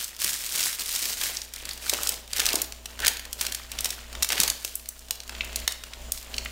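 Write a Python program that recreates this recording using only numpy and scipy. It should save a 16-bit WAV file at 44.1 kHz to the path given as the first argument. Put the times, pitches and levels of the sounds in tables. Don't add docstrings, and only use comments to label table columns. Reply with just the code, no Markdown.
import sys
import numpy as np
from scipy import signal
from scipy.fft import rfft, irfft, next_fast_len
from scipy.io import wavfile
from scipy.ndimage import uniform_filter1d, map_coordinates

SR = 44100
rng = np.random.default_rng(int(sys.argv[2]) if len(sys.argv) > 2 else 0)


def transcribe(u):
    v = np.clip(np.atleast_2d(u).T, -1, 1)
    q = np.round(v * 32767).astype(np.int16)
    wavfile.write(sys.argv[1], SR, q)


N = 287091
TOP_HZ = 15750


def amp(db):
    return 10 ** (np.asarray(db) / 20)


def unit(x):
    return x / np.sqrt(np.mean(x ** 2) + 1e-20)


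def along(points, hz):
    f, v = np.transpose(points)
    return np.interp(np.log(hz + 1), np.log(f), v)


def curves(rows):
    s, *cols = np.transpose(rows)
    return [np.interp(np.arange(N) / SR, s, c) for c in cols]


def wobble(rate):
    knots = rng.standard_normal(int(N * rate / SR) + 4)
    return map_coordinates(knots, [np.arange(N) * rate / SR])


def coloured(x, gain, size=4096):
    log_gain = np.log(np.maximum(gain(np.fft.rfftfreq(size, 1 / SR)), 1e-6))
    cepstrum = irfft(log_gain)
    cepstrum[1:size // 2] *= 2
    cepstrum[size // 2 + 1:] = 0
    impulse_response = irfft(np.exp(rfft(cepstrum)))
    return signal.fftconvolve(x, impulse_response)[:len(x)]


def hump(hz, centre_hz, octaves):
    return (1 + (np.log2((hz + 1) / centre_hz) / octaves) ** 2) ** -3.


def add(track, s, sound):
    part = track[max(round(s * SR), 0):][:len(sound)]
    part += sound[:len(part)]


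def burst(envelope, size=9):
    spectrum = rfft(envelope * rng.standard_normal(len(envelope)))
    power = uniform_filter1d(np.abs(spectrum) ** 2, size)
    return irfft(spectrum / np.sqrt(np.abs(power) + 1e-12), len(envelope))


def grains(rate, spread_db, t60):
    chance = rng.random(N)
    size = np.minimum(rng.standard_normal(N), 2.3)
    power = (chance < rate / SR) * amp(spread_db * size) ** 2
    t = np.arange(SR // 40) / SR
    decay_power = amp(-60 * t / t60) ** 2
    envelope = np.sqrt(np.abs(signal.fftconvolve(power, decay_power)[:N]))
    return unit(envelope * rng.standard_normal(N))


def texture(spectrum, rate, spread_db, t60, smooth):
    drive = grains(rate, spread_db, t60) + smooth * rng.standard_normal(N)
    return unit(coloured(drive, lambda hz: amp(along(spectrum, hz))))


def crinkles(rate, centre_hz, octaves, cycles, spread_db):
    draws = rng.random((int(rate * N / SR), 4))
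    start = (draws[:, :1] * N).astype(int)
    pitch_offset = octaves * (draws[:, 1:2] + draws[:, 2:3] - 1)
    hz = np.minimum(centre_hz * 2 ** pitch_offset, TOP_HZ)
    size = amp(spread_db * np.minimum(-np.log(1 - draws[:, 3:]), 3))
    n = np.arange(SR // 100)
    turns = hz * n / SR
    rings = size * np.sin(2 * np.pi * turns) * amp(-60 * turns / cycles)
    return unit(np.bincount((start + n).ravel(), rings.ravel(), N)[:N])


def strokes(rows, attack_s, release_db_per_s):
    t = np.arange(N) / SR
    gains = []
    for s, length, db in rows:
        attack = np.clip(1 + (t - s) / attack_s, 0, 1)
        gains.append(attack * amp(db - release_db_per_s * np.maximum(t - s - length, 0)))
    return np.max(gains, axis=0)


# multiple [of MAINS_HZ], relative_level [dB]
HUM_HARMONICS = [(1, 0.5), (2, -20.5), (4, -15), (5, -43.5), (10, -20.5), (11, -15.5), (13, -26)]
MAINS_HZ = 59.25
# time_s [s], level_db [dB]
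HUM_COURSE = [(0, -56), (.6, -56), (1.7, -49.5), (4.1, -47.5), (4.7, -52), (6.5, -47)]
# start_s [s], end_s [s], rise_db [dB]
BACKGROUND_SWELLS = [(2.95, 3.05, 7.5), (3.712, 3.822, 7), (4.07, 4.215, 10), (4.39, 4.516, 7.5),
                     (5.238, 5.645, 8.5), (5.918, 6.096, 7.5), (6.226, 6.488, 5.5)]
SWELL_RISE_S, SWELL_FALL_S = 0.13, 0.026
# frequency_hz [Hz], relative_level [dB]
AIR_SPECTRUM = [(18, 14.5), (27, 21), (36, 25), (48, -9), (90, 6), (160, 2), (400, -0.5), (700, -4.5),
                (1200, -5.5), (2300, -7.5), (3000, 0.5), (3900, -10), (7000, -6), (15000, -25)]
# centre_hz [Hz], half_width_hz [Hz], relative_level [dB]
WHINE_BANDS = [(7100, 160, 0), (15000, 200, -7)]


def background(air_db=-53, whine_db=-64, follow=1.0, waver_db=0.9):
    t = np.arange(N) / SR
    swell_db = np.zeros(N)
    for start, end, db in BACKGROUND_SWELLS:
        rise = np.clip((t - start) / SWELL_RISE_S, 0, 1)
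        fall = np.clip(1 - (t - end) / SWELL_FALL_S, 0, 1)
        swell_db += db * rise * fall
    hum_db = curves(HUM_COURSE)[0] + swell_db + waver_db * wobble(9.9)
    phase = 2 * np.pi * MAINS_HZ * t + 0.051 * wobble(3.25)
    hum = sum(amp(db) * np.sin(k * phase + rng.uniform(0, 2 * np.pi)) for k, db in HUM_HARMONICS)
    air = unit(coloured(rng.standard_normal(N), lambda hz: amp(along(AIR_SPECTRUM, hz))))

    def whine_gain(hz):
        return sum(amp(db) / (1 + ((hz - c) / w) ** 2) for c, w, db in WHINE_BANDS)

    whine = unit(coloured(rng.standard_normal(N), whine_gain))
    noise = amp(air_db) * air + amp(whine_db) * whine
    return amp(hum_db) * unit(hum) + amp(follow * (hum_db - hum_db.mean())) * noise


# frequency_hz [Hz], t60_s [s]
KITCHEN_DECAY = [(200, 0.44), (1000, 0.59), (4000, 0.51), (9000, 0.24), (15000, 0.36)]


def kitchen(x, count=16):
    out = np.zeros(N)
    for part in np.array_split(np.arange(N), count):
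        hz, t, z = signal.stft(rng.standard_normal(SR // 2), SR, nperseg=256)
        decay = amp(-60 * t / along(KITCHEN_DECAY, hz)[:, None])
        tail = signal.istft(z * decay, SR, nperseg=256)[1]
        reply = signal.fftconvolve(x[part], tail / np.linalg.norm(tail))
        add(out, part[0] / SR + .005, reply)
    return out


# frequency_hz [Hz], relative_density [dB per Hz]
BATTER_SPECTRUM = [(60, -18.5), (160, -6.5), (450, 2), (900, 0.5), (1600, -7), (4000, -44)]
# [dB, before the batter's gain]
BATTER_STIRS = [(1.61, 0.29, -55.5), (1.93, 0.2, -46), (2.375, .14, -44.5), (2.545, 0.051, -42),
                (2.87, .12, -53.5), (3.02, 0.063, -42.5), (3.28, 0.26, -53.5), (3.73, 0.2, -51.5),
                (4.1, 0.12, -49.5), (4.31, 0.16, -42), (5.11, 0.087, -54), (5.27, 0.31, -51),
                (5.87, 0.25, -54.5), (6.25, 0.16, -49.5)]
STIR_ATTACK_S, STIR_RELEASE_DB_PER_S, BATTER_REST_DB = 0.043, 162, -61


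def batter(batter_db=-2):
    stir = strokes(BATTER_STIRS, STIR_ATTACK_S, STIR_RELEASE_DB_PER_S)
    stir = np.hypot(stir, amp(BATTER_REST_DB))
    squelch = texture(BATTER_SPECTRUM, rate=160, spread_db=1.5, t60=0.051, smooth=0.33)
    return stir * amp(batter_db) * squelch


# start_s [s], level_db [dB peak, before knock_db], pitch_hz [Hz]
BOWL_KNOCKS = [(.247, -43, 260), (1.627, -44, 415.2), (1.930, -26.5, 524), (2.391, -32.5, 507),
               (2.5405, -23, 420), (3.412, -36.5, 860), (3.855, -31.5, 810), (4.395, -34.5, 182),
               (4.451, -36, 561), (4.649, -40, 430), (5.678, -32, 658)]


def knocks(shudder_t60=0.084, shudder_db=-28, knock_db=4):
    out, t = np.zeros(N), np.arange(SR // 10) / SR
    for s, db, hz in BOWL_KNOCKS:
        shudder = amp(shudder_db - 60 * t / shudder_t60) * rng.standard_normal(len(t))
        push = (t == 0) + shudder
        bump = coloured(push, lambda f: hump(f, hz, octaves=1.69))
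        add(out, s, amp(db + knock_db) * bump / np.abs(bump).max())
    return out


# centre_hz [Hz], width_hz [Hz], relative_level [dB]
BOWL_MODES = [(1500, 213, 8), (1800, 290, 6.5), (2070, 174, -5), (2700, 320, 4), (3240, 230, -16)]
# time_s [s], level_db [dB]
SCRAPE_COURSE = [(2.95, -73), (3.0, -45), (3.03, -36), (3.045, -32), (3.085, -34.5), (3.11, -47),
                 (3.17, -71)]


def scrape():
    def wall(f):
        response = 0
        for k, (c, w, db) in enumerate(BOWL_MODES):
            response = response + (-1) ** k * amp(db) * 1j * f * w / (c * c - f * f + 1j * f * w)
        return np.abs(response)

    slips = grains(rate=200, spread_db=6, t60=0.024)
    return amp(curves(SCRAPE_COURSE)[0]) * unit(coloured(slips, wall))


# [dB, before the fingers' gain]
FINGER_PRESSES = [(.54, 0.071, -50), (.8, 0.035, -50.5), (1.03, 0.041, -45.5), (1.22, 0.093, -48.5)]


def fingers(level_db=-2):
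    press = strokes(FINGER_PRESSES, attack_s=0.023, release_db_per_s=128.5)
    rub = texture(BATTER_SPECTRUM, rate=140, spread_db=2.5, t60=0.042, smooth=0.41)
    return amp(level_db) * press * rub


# start_s [s], length_s [s], crumpling_db [dB], sliding_over_crumpling_db [dB]
HAND_GRIPS = [(0, 0.0072, -40, 9), (.06, .09, -47, -1.5), (.205, 0.14, -40.5, 10.5),
              (0.34, 0.22, -42.5, 9.5), (0.52, 0.155, -41.5, 13), (0.691, 0.039, -42.5, 10),
              (0.798, 0.12, -44, 12.5), (0.885, 0.13, -42.5, 11.5), (1.015, 0.1, -41, 10.5),
              (1.187, 0.085, -37, 7), (1.302, 0.083, -41.5, 4), (1.54, 0.28, -45, -1.5),
              (1.829, 0.075, -43, 7), (1.917, 0.19, -39, 3.5), (2.312, 0.047, -44, -0.5),
              (2.364, 0.18, -33.5, -1), (2.887, 0.24, -52, -3), (3.028, .025, -39.5, 0),
              (3.204, 0.23, -53.5, -1.5), (3.397, 0.058, -37.5, 1.5), (3.505, 0.112, -45, -1),
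              (3.723, 0.099, -44, -5), (3.843, 0.085, -42.5, 3), (3.97, .31, -49.5, -8.5),
              (4.312, 0.027, -33.5, -2), (4.378, 0.053, -30, 0.5), (4.55, 0.15, -54, 11),
              (5.327, 0.29, -45.5, -8), (5.684, 0.025, -46, 0), (5.846, 0.16, -52, -5.5),
              (6.142, .04, -58.5, 15.5), (6.228, 0.29, -48.5, -2.5)]
GRIP_ATTACK_S, GRIP_RELEASE_DB_PER_S = 0.022, 150
HELD_FOLDS_DB, HELD_FILM_DB = -59, -54


def handling():
    folding = [(s, length, db) for s, length, db, _ in HAND_GRIPS]
    sliding = [(s, length, db + over) for s, length, db, over in HAND_GRIPS]
    crumple = strokes(folding, GRIP_ATTACK_S, GRIP_RELEASE_DB_PER_S)
    slide = strokes(sliding, GRIP_ATTACK_S, GRIP_RELEASE_DB_PER_S)
    return np.hypot(crumple, amp(HELD_FOLDS_DB)), np.hypot(slide, amp(HELD_FILM_DB))


# frequency_hz [Hz], relative_level [dB]
FOLD_SPECTRUM = [(300, -19), (900, -10), (1700, -0.5), (2800, 1), (4500, -2.5), (8000, -22), (16000, -25)]
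# frequency_hz [Hz], relative_level [dB]
FILM_SPECTRUM = [(800, -16), (2500, -6.5), (4800, -1), (8000, -1), (12500, -3.5), (15500, -6.5)]


def rustle(crumple, slide, folds_db=-3.0, wrinkles_db=-6, film_db=0):
    grip_db = 1.6 * wobble(70) + .9 * wobble(22)
    folds = texture(FOLD_SPECTRUM, rate=520, spread_db=4.5, t60=.006, smooth=.45)
    wrinkles = crinkles(rate=330, centre_hz=3400, octaves=1.7, cycles=18, spread_db=6)
    film = texture(FILM_SPECTRUM, rate=1600, spread_db=5, t60=.0025, smooth=.55)
    crumpling = crumple * (amp(folds_db) * folds + amp(wrinkles_db) * wrinkles)
    sliding = slide * amp(film_db) * film
    return amp(grip_db) * (crumpling + sliding)


def snaps(rows, crack_t60=0.01, attack=0.00013, flutter_db=-13, bounce_db=-8, level_db=-1):
    lead, flutter_t60 = .003, .022
    window = .005 * SR
    out, t = np.zeros(N), np.maximum(np.arange(SR // 25) / SR - lead, 0)
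    for s, db, hz, octaves in rows:
        late = t - rng.uniform(0.0011, 0.0032)
        crack = amp(-60 * t / crack_t60)
        bounce = (late > 0) * amp(bounce_db - 60 * np.abs(late) / crack_t60)
        flutter = amp(flutter_db - 60 * t / flutter_t60)
        envelope = (crack + bounce + flutter) * (1 - np.exp(-t / attack))
        snap = coloured(burst(envelope, size=95), lambda f: hump(f, hz, octaves), size=1024)
        add(out, s - lead, amp(db + level_db) * snap / np.sqrt(np.sum(snap ** 2) / window))
    return out


SMALL_PER_S, SMALL_DB, SMALL_SCATTER_DB, SMALL_HZ, SMALL_OCTAVES = 36, -25.5, 2, 5200, 2.7
RARER, WEAKER = .65, .55


def small_snaps(effort, count=400):
    when, chance, size, pitch = rng.random((count, 4)).T
    grip = effort[(when * N).astype(int)] / effort.max()
    db = SMALL_DB + WEAKER * 20 * np.log10(grip) + SMALL_SCATTER_DB * (2 * size - 1)
    hz = SMALL_HZ * 2 ** (pitch - .5)
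    rows = np.column_stack([when * N / SR, db, hz, np.full(count, SMALL_OCTAVES)])
    return rows[chance < SMALL_PER_S * grip ** RARER * N / SR / count]


# start_s [s], level_db [dB, before the snaps' gain], pitch_hz [Hz], width_octaves [octaves]
CREASE_SNAPS = [(.043, -25.5, 7560, 1.6), (.2175, -21.5, 6650, 4.2), (.2443, -16.5, 8200, 3.36),
                (.559, -23, 7000, 2.4), (.9606, -21.5, 5200, 2.5), (1.2363, -22.5, 3690, 4.4),
                (1.3694, -24, 5440, 0.82), (1.417, -29.5, 5340, 1.27), (1.537, -29.5, 6700, 3),
                (1.6536, -29.5, 4500, 2.7), (1.6904, -28, 5230, 2), (1.7099, -28.5, 4480, 0.59),
                (1.8959, -14.5, 5700, 2.3), (1.9353, -19.5, 4210, 3.5), (2.0326, -21, 8600, 2.5),
                (2.0719, -19.5, 6240, 1.6), (2.0913, -16, 7700, 2.1), (2.332, -22, 4700, 2.1),
                (2.3637, -24.5, 4130, 3.2), (2.3818, -24, 5200, 2.1), (2.396, -18, 4400, 2.6),
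                (2.401, -16.5, 4240, 2.6), (2.4555, -19, 5000, 2.2), (2.4643, -16, 5300, 2.3),
                (2.4884, -19, 3840, 2), (2.5307, -20, 5540, 2.8), (2.5552, -16, 6810, 1.7),
                (2.6176, -17, 9200, 2.3), (2.7224, -31.5, 4590, 2.1), (2.857, -28.5, 3940, 3),
                (2.9912, -31, 2500, 2.8), (3.0022, -27.5, 3890, 4.1), (3.0207, -31, 2800, 1.9),
                (3.0481, -19.5, 2400, 3.5), (3.061, -20.5, 4200, 2.1), (3.0669, -14, 4540, 3.3),
                (3.0798, -10.5, 5400, 2.9), (3.1694, -30, 4780, 2.5), (3.195, -30.5, 3200, 4.1),
                (3.2526, -34, 3420, 2.9), (3.3293, -24.5, 6950, 2.6), (3.4116, -17.5, 6250, 3.5),
                (3.4658, -22, 4850, 2.3), (3.5219, -24.5, 4870, 3.3), (3.5473, -22.5, 5840, 2.8),
                (3.7169, -28, 5230, 3), (3.788, -23.5, 4100, 1.9), (3.8068, -23, 8600, 1.9),
                (3.8448, -19.5, 6440, 2.1), (3.8564, -20.5, 4860, 3.2), (3.9049, -23.5, 5640, 2.1),
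                (4.1512, -31, 2330, 2.8), (4.2246, -16.5, 5560, 4.1), (4.2298, -15.5, 5800, 1.8),
                (4.246, -21.5, 4700, 3.9), (4.2893, -22, 6200, 2.3), (4.3025, -22, 2750, 2.6),
                (4.3214, -19.5, 3150, 3.6), (4.3283, -21, 2880, 3), (4.401, -11.5, 5750, 3.1),
                (4.434, -15, 5830, 2.5), (4.4781, -18.5, 5330, 2.6), (4.5, -16.5, 5830, 1.8),
                (4.648, -21.5, 5400, 3.1), (4.7542, -21.5, 11300, 1.25), (4.858, -39, 3480, 3.1),
                (4.8885, -25, 9100, 1.6), (4.992, -39.5, 7000, 1.8), (5.1082, -18.5, 5770, 2.8),
                (5.2026, -32, 4400, 1.55), (5.2943, -30, 2700, 2.8), (5.35, -34.5, 2880, 1.4),
                (5.4079, -20.5, 2590, 1.08), (5.559, -20, 6550, 2.15), (5.6775, -15, 3900, 2.5),
                (5.722, -27.5, 6200, 2.4), (5.837, -32, 2880, 3.4), (5.935, -33.5, 3170, 1.9),
                (6.12, -18, 8600, 2), (6.3416, -28, 3520, 1.3), (6.3816, -21, 3800, 1.6),
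                (6.458, -27.5, 2180, 1.06)]


def creases(effort):
    return snaps([*CREASE_SNAPS, *small_snaps(effort)])


def scene():
    crumple, slide = handling()
    bag = rustle(crumple, slide) + fingers()
    bowl = batter() + knocks() + scrape()
    snapping = creases(np.hypot(crumple, slide))
    room = kitchen(amp(-10.5) * snapping + amp(-11) * bag + amp(-8.0) * bowl)
    return (snapping + bag + bowl + room + background())[None]


def record(dry, notch_hz=11100, notch_width_hz=420, notch_db=-10):
    rounded = dry / (1 + (dry / .75) ** 4) ** .25
    m = next_fast_len(N + SR // 2)
    hz = np.fft.rfftfreq(m, 1 / SR)
    notch = amp(notch_db * np.exp(-((hz - notch_hz) / notch_width_hz) ** 2))
    limit = 1 / np.sqrt(1 + (hz / TOP_HZ) ** 260)
    return irfft(rfft(rounded, m) * notch * limit, m)[..., :N]


dry = scene()
out = record(dry)
transcribe(out)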